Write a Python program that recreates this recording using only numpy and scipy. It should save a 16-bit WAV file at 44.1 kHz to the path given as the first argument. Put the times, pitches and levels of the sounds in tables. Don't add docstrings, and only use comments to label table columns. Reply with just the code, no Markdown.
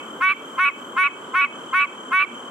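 import sys
import numpy as np
from scipy import signal
from scipy.fft import rfft, irfft
from scipy.io import wavfile
from scipy.ndimage import uniform_filter1d

SR = 44100
rng = np.random.default_rng(int(sys.argv[2]) if len(sys.argv) > 2 else 0)


def wrap_up_sound(samples):
    columns = np.atleast_2d(samples).T
    tamed = np.clip(columns, -1, 1)
    steps = np.round(tamed * 32767).astype(np.int16)
    wavfile.write(sys.argv[1], SR, steps)


def natural_amplitude(level_db):
    exponent = np.asarray(level_db, float) / 20
    return 10 ** exponent


N = 110250

# start [s], length [s], slip after start [s], unsettled time [s], fold pitch [Hz].
CALLS = [
    (-.180, .115, .078, .002, 1128),
    (.202, .113, .087, .060, 1134),
    (.574, .115, .078, .002, 1128),
    (.959, .113, .078, .002, 1127),
    (1.334, .115, .077, .002, 1127),
    (1.723, .113, .076, .016, 1131),
    (2.110, .119, .086, .060, 1134),
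]
# time [s], pitch ratio.
PITCH_GLIDE = [(0, .925), (.017, .93), (.024, .97), (.040, .988), (.060, .997), (.085, 1.004), (.14, 1.008)]
# time from release [s], pitch ratio.
CLOSING_PITCH = [(-.010, 1.0), (-.001, 1.02), (.004, 1.0), (.009, .975), (.014, .915)]
# time [s], level in dB.
OPENING_EFFORT = [(-.008, -45), (0, -28), (.009, -11), (.02, -5), (.035, -0.5)]
# time from release [s], level in dB.
RELEASE_LEVEL = [(-.006, 0), (.002, -1), (.006, -8), (.011, -8.5), (.016, -20.5), (.026, -56)]
# fold multiple, beat multiple, level at start, late in third-lock, in fourth-lock [dB].
COMBINATION_TONES = [(1, 0, -17.5, -23, -22), (1, 1, -14.5, -27.5, -23.5), (1, 2, -23.5, -36, -36.5),
                     (2, -1, -83, -64, -31.5), (2, 0, -31, -14, -22.5), (2, 1, -32, -32.5, -21),
                     (2, 2, -46.5, -34, -37.5), (3, -1, -84.5, -69.5, -39), (3, 0, -49, -42, -54),
                     (3, 1, -50.5, -48.5, -51), (3, 2, -69.5, -50.5, -47.5), (1, -1, -45.5, -58.5, -50)]
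# left minus right in third-lock, in fourth-lock [dB],
# left lead in third-lock, in fourth-lock [rad].
TONE_SIDES = [(0, -2, -0.34, 0.042), (2, 2.5, 0.43, .55), (9, 7.5, -1, 1.6), (-3.5, -11, -1.2, -2.4),
              (-5.5, -3.5, -0.94, -1), (-11, -0.5, -0.069, 0.62), (3, -11, .7, .05), (7.5, 3.5, 0.7, 1.8),
              (1, 5, .3, 0), (0, 9, -.5, -.1), (0, -6, 1, 1.8), (-0.5, -0.5, .5, .4)]
TONE_SINK = [-6, -120, -61.5, -350, 55, 35, 1.5, -200, -400, -65.5, -400, -4]
# frequency [Hz], level in dB.
UPPER_TONES = [(4300, -56.5), (5100, -65.5), (5900, -58), (6600, -66.5), (8300, -71.5), (9350, -51),
               (10300, -70), (12200, -75.5)]
# time [s], level in dB.
UPPER_SWELL = [(.006, -11.5), (.020, -3.5), (.040, -0.5), (.075, -6.5), (.12, -16)]
# time [s], frequency ratio.
UPPER_ARCH = [(.01, .93), (.045, 1.022), (.075, 0.995), (.12, .93)]
# frequency [Hz], width [Hz], level in dB.
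BREATH_HISS = [(1500, 460, 0), (2600, 500, 0), (3900, 1300, -23), (10000, 2200, -25)]
# pitch [Hz], level in dB, left minus right [dB].
CRICKET_VOICES = [(3108, -46.5, 0), (3130, -57.5, 10), (3060, -57, -8)]
# rate [per s], first peak [s].
WING_STROKES = [(37.94, .006), (43, .015), (28, .002)]
# frequency [Hz], width [Hz], level in dB, pulses [per s], first peak [s].
THROBBING_INSECTS = [(7530, 260, -62.5, 51.48, .0133), (9320, 500, -75.5, 35, .003)]
# frequency [Hz], width [Hz], level in dB, left minus right [dB], sings until [s].
FAR_SINGERS = [(1051, 330, -51, 12, 3), (2310, 46, -65, 0, 3), (3170, 250, -55, 5, 3),
               (7564, 650, -60.5, -2.5, 3), (8500, 260, -72.5, -4, 3), (9520, 250, -75.5, 0.5, 3),
               (12300, 500, -72.5, 2.5, 1.0), (13500, 2500, -74, -0.5, 1.0)]
# frequency [Hz], density [dB per Hz].
LOW_AIR_COLOUR = [(24, -99), (40, -35), (175, -12.5), (234, -1.5), (549, -5), (725, -11.5), (1170, -3),
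                  (1590, -9.5), (2000, -30), (2600, -53), (4400, -120)]
# frequency [Hz], density [dB per Hz].
HIGH_AIR_COLOUR = [(1500, -35), (1900, -13), (2800, -17), (3700, -29.5), (5200, -29), (7500, -26.5),
                   (11000, -35), (15400, -40.5)]
# frequency [Hz], correlation [-1 to 1].
AIR_LIKENESS = [(60, 1), (200, .98), (380, 0.98), (700, 0.65), (1300, 0.11), (4400, 0.27), (9000, 0.29),
                (14000, 0.85)]

LOCK_S, LOCK_TAKES_S = .015, .008
SLIP_SMOOTH_S, SLIP_EVERY_S = .002, .0085
BEAT_ENTERS_S, BEAT_ENTERS_DB, BEAT_DIES_DB_PER_S = .022, -15, 1600
ECHO_DB, ECHO_T60_S, ECHO_DELAY_S, ECHO_HZ = -33, .34, .03, 2290
BANK_DB, BANK_S, BANK_SPREAD_S = -16.5, .09, .012
NEAR_LEAVES_DB, NEAR_LEAVES_S = -21, .03
LOW_AIR_DB, HIGH_AIR_DB = -37.5, -54.5
DUCK_FROM_DB, DUCK_SHARE, DUCK_BACK_DB_PER_S, DUCK_ATTACK_S = -22.5, .49, 49, .0021
LOW_CUT_HZ = 95


def rms_one(x):
    return x / np.sqrt(np.mean(x ** 2) + 1e-20)


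def line(rows, at):
    return np.interp(at, *np.transpose(rows))


def drift(rate_hz, size=N):
    r = np.exp(-2 * np.pi * rate_hz / SR)
    return rms_one(signal.lfilter([1], [1, -2 * r, r * r], rng.standard_normal(size + SR))[SR:])


def resonate(x, hz, width_hz):
    r = np.exp(-np.pi * width_hz / SR)
    poles = [1, -2 * r * np.cos(2 * np.pi * hz / SR), r * r]
    return signal.lfilter([(1 - r * r) / 2, 0, (r * r - 1) / 2], poles, x)


def narrow(x, hz, width_hz, second_width_hz):
    return resonate(resonate(x, hz, width_hz), hz, second_width_hz)


def pan(db):
    return natural_amplitude(np.array([db / 2, -db / 2]))


def combination_tones(t, fold, beat, slip, mix, beat_db, release):
    out = np.zeros((2, len(t)))
    swing = np.clip((t - LOCK_S) / .078, 0, 1) ** .71
    closing = np.clip(1 + release / .006, 0, 1)
    closing_db = {(2, 0): -.5, (1, 0): -2.5}
    for tone, side, sink in zip(np.array(COMBINATION_TONES), TONE_SIDES, TONE_SINK):
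        j, k, first, late, low = tone
        pan3, pan4, lead3, lead4 = side
        j, k = round(j), round(k)
        third_db = first + (late - first) * swing
        fourth_db = low + sink * np.clip(t - slip - .01, 0, .03)
        db = third_db * (1 - mix) + fourth_db * mix + beat_db * (k != 0)
        db += closing * closing_db.get((j, k), 0)
        lead = (lead3 + (lead4 - lead3) * mix) / 2
        lag = 1.7 * (k + (1 - j) / 2) * (j > 1)
        out += natural_amplitude(db) * pan(pan3 + (pan4 - pan3) * mix) * np.sin(j * fold + k * beat - lag + [lead, -lead])
    return out


def upper_tones(t, fold, beat, fold_hz, share, fourth, beat_db):
    out = np.zeros((2, len(t)))
    for j in range(4, 11):
        for k in range(-1, 3):
            db = line(UPPER_TONES, fold_hz * (j + k * share) / line(UPPER_ARCH, t))
            db += line(UPPER_SWELL, t) + beat_db
            db += 4 * np.sin(rng.uniform(30, 120) * t + rng.uniform(0, 2 * np.pi))
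            turn = rng.uniform(0, 2 * np.pi) + .74 * rng.standard_normal((2, 1))
            out += natural_amplitude(db) * (fourth if k < 0 else 1) * np.sin(j * fold + k * beat + turn)
    return out


def breath(t, beat, length, slip, unsettled, release):
    puff = 0
    for hz, width_hz, db in BREATH_HISS:
        puff = puff + natural_amplitude(db) * rms_one(narrow(rng.standard_normal(len(t)), hz, width_hz, width_hz))
    opening = np.clip(1 - abs(t - .018) / .014, 0, .7)
    closing = np.clip(1 + release / .008, .12, .5)
    slipping = (t > slip) * (t < min(slip + unsettled, length))
    slipping = uniform_filter1d(.45 * slipping, SR // 250)
    loose = np.maximum(np.maximum(opening, closing), slipping)
    return natural_amplitude(-32) * loose * rms_one(puff) * (1 + np.cos(beat))


def honk(length, slip, unsettled, hz):
    size = SR // 5
    t = np.arange(size) / SR - .01
    release = t - length - min(unsettled / 2, .008)
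    slips = slip + np.cumsum(np.r_[0, SLIP_EVERY_S * rng.uniform(.7, 1.4, 12)])
    flicker = t - slips[np.maximum(np.searchsorted(slips, t) - 1, 0)] < 4 / hz
    fourth = np.where(t < slip, 0., np.where(t < slip + unsettled, flicker, 1.))
    mix = uniform_filter1d(np.where(t < slip, 0, .4 + .6 * fourth), SR // 250)
    fourth = uniform_filter1d(fourth, int(SLIP_SMOOTH_S * SR))

    strain = .5 * np.clip(t - slip, 0, unsettled)
    fold_hz = hz * line(PITCH_GLIDE, t) * line(CLOSING_PITCH, release)
    fold_hz *= 1 + strain + .0009 * drift(150, size)
    not_yet_locked = np.clip(1 - (t - LOCK_S) / LOCK_TAKES_S, 0, 1)
    share = 1 / 3 - np.maximum(fourth, not_yet_locked) / 12
    fold, beat = 2 * np.pi * np.cumsum([fold_hz, fold_hz * share], axis=1) / SR
    beat_db = -BEAT_DIES_DB_PER_S * np.maximum(t - length + .002, 0)
    beat_db += BEAT_ENTERS_DB * np.clip(1 - t / BEAT_ENTERS_S, 0, 1)

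    out = combination_tones(t, fold, beat, slip, mix, beat_db, release)
    out += upper_tones(t, fold, beat, fold_hz, share, fourth, beat_db)
    out += breath(t, beat, length, slip, unsettled, release)
    drive_db = 5
    return np.sqrt(2) * out * natural_amplitude(line(OPENING_EFFORT, t) + line(RELEASE_LEVEL, release) + drive_db)


def leaf_echo():
    t = np.arange(SR // 2) / SR
    tail = resonate(rng.standard_normal((2, len(t))), ECHO_HZ, 1500)
    tail *= natural_amplitude(-60 * t / ECHO_T60_S) * (t > ECHO_DELAY_S)
    tail *= 1 + natural_amplitude(BANK_DB) * np.exp(-((t - BANK_S) / BANK_SPREAD_S) ** 2)
    tail /= np.sqrt(np.sum(tail ** 2) / 2)
    near = rng.standard_normal((2, len(t))) * natural_amplitude(-60 * t / NEAR_LEAVES_S / 2) * (t > .003)
    near /= np.sqrt(np.sum(near ** 2) / 2)
    return natural_amplitude(ECHO_DB) * tail + natural_amplitude(NEAR_LEAVES_DB) * near


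def frog():
    out = np.zeros((2, N + SR))
    heard = slice(SR // 2, SR // 2 + N)
    for start, *rest in CALLS:
        call, at = honk(*rest), int((start + .49) * SR)
        out[:, at:at + call.shape[1]] += call
    return out[:, heard] + signal.fftconvolve(out, leaf_echo(), axes=1)[:, heard]


def crickets():
    t, out = np.arange(N) / SR, 0
    for (hz, db, lean_db), (rate, first) in zip(CRICKET_VOICES, WING_STROKES):
        stroke = (rate * (t - first) + .5) % 1 - .5
        turn = 2 * np.pi * np.cumsum(hz * (1 - .093 * stroke + .00676 * drift(46.0))) / SR
        octave = natural_amplitude(-18) * pan(-2.0)[:, None] * np.sin(2 * turn + [[0], [2]])
        tone = np.sin(turn + [[0], [1.5]]) + octave
        level = natural_amplitude(db + 7.5 + 1.9 * drift(9.6)) * np.cos(np.pi * stroke) ** 1.37
        out = out + level * tone * pan(lean_db)[:, None]
    return out


def throbbing_insects():
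    t, out = np.arange(N) / SR, 0
    for hz, width_hz, db, rate, first in THROBBING_INSECTS:
        shared, own = rng.standard_normal(N), rng.standard_normal((2, N))
        band = narrow(shared + .4 * own, hz, width_hz, 2 * width_hz)
        pulse = (.5 + .5 * np.cos(2 * np.pi * rate * (t - first))) ** .64
        out = out + natural_amplitude(db + drift(1)) * rms_one(band * pulse) * pan(-2)[:, None]
    return out


def far_singers():
    t, out = np.arange(N) / SR, 0
    for hz, width_hz, db, lean_db, until in FAR_SINGERS:
        shared = rng.standard_normal(N) * (hz > 8000)
        noise = shared + .65 * rng.standard_normal((2, N))
        band = rms_one(narrow(noise, hz, width_hz, 2 * width_hz)) * pan(lean_db)[:, None]
        fade_out = np.clip((until + .04 - t) / .12, 0, 1)
        out = out + natural_amplitude(db + 1.6 * drift(4.4)) * band * fade_out
    return out


def air(spectrum):
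    hz = np.maximum(np.arange(N // 2 + 1) * SR / N, 1)

    def read(rows):
        return np.interp(np.log(hz), np.log(np.array(rows)[:, 0]), np.array(rows)[:, 1])

    inside = (hz > spectrum[0][0]) * (hz < spectrum[-1][0])
    mid, side = rfft(rng.standard_normal((2, N))) * natural_amplitude(read(spectrum)) * inside
    alike = np.clip(read(AIR_LIKENESS), -.99, .99)
    both = np.sqrt(1 + alike) * mid + np.sqrt(1 - alike) * side * np.array([[1], [-1]])
    return rms_one(irfft(both, N)) * natural_amplitude(.6 * drift(6))


def scene():
    night_air = natural_amplitude(LOW_AIR_DB) * air(LOW_AIR_COLOUR) + natural_amplitude(HIGH_AIR_DB) * air(HIGH_AIR_COLOUR)
    return frog() + crickets() + throbbing_insects() + far_singers() + night_air


def low_pass(x):
    return signal.sosfilt(signal.butter(12, 15530, fs=SR, output="sos"), x)


def record(dry):
    level = 10 * np.log10(uniform_filter1d(np.mean(dry ** 2, axis=0), SR // 100) + 1e-12)
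    climb = DUCK_BACK_DB_PER_S * np.arange(N) / SR
    wanted = DUCK_SHARE * np.maximum(level - DUCK_FROM_DB, 0)
    duck_db = np.maximum.accumulate(wanted + climb) - climb
    r = np.exp(-1 / (DUCK_ATTACK_S * SR))
    ducked = dry * natural_amplitude(-signal.lfilter([1 - r], [1, -r], duck_db))
    low_cut = signal.butter(3, LOW_CUT_HZ, "high", fs=SR, output="sos")
    return low_pass(signal.sosfilt(low_cut, ducked))


dry = scene()
out = record(dry)
wrap_up_sound(out)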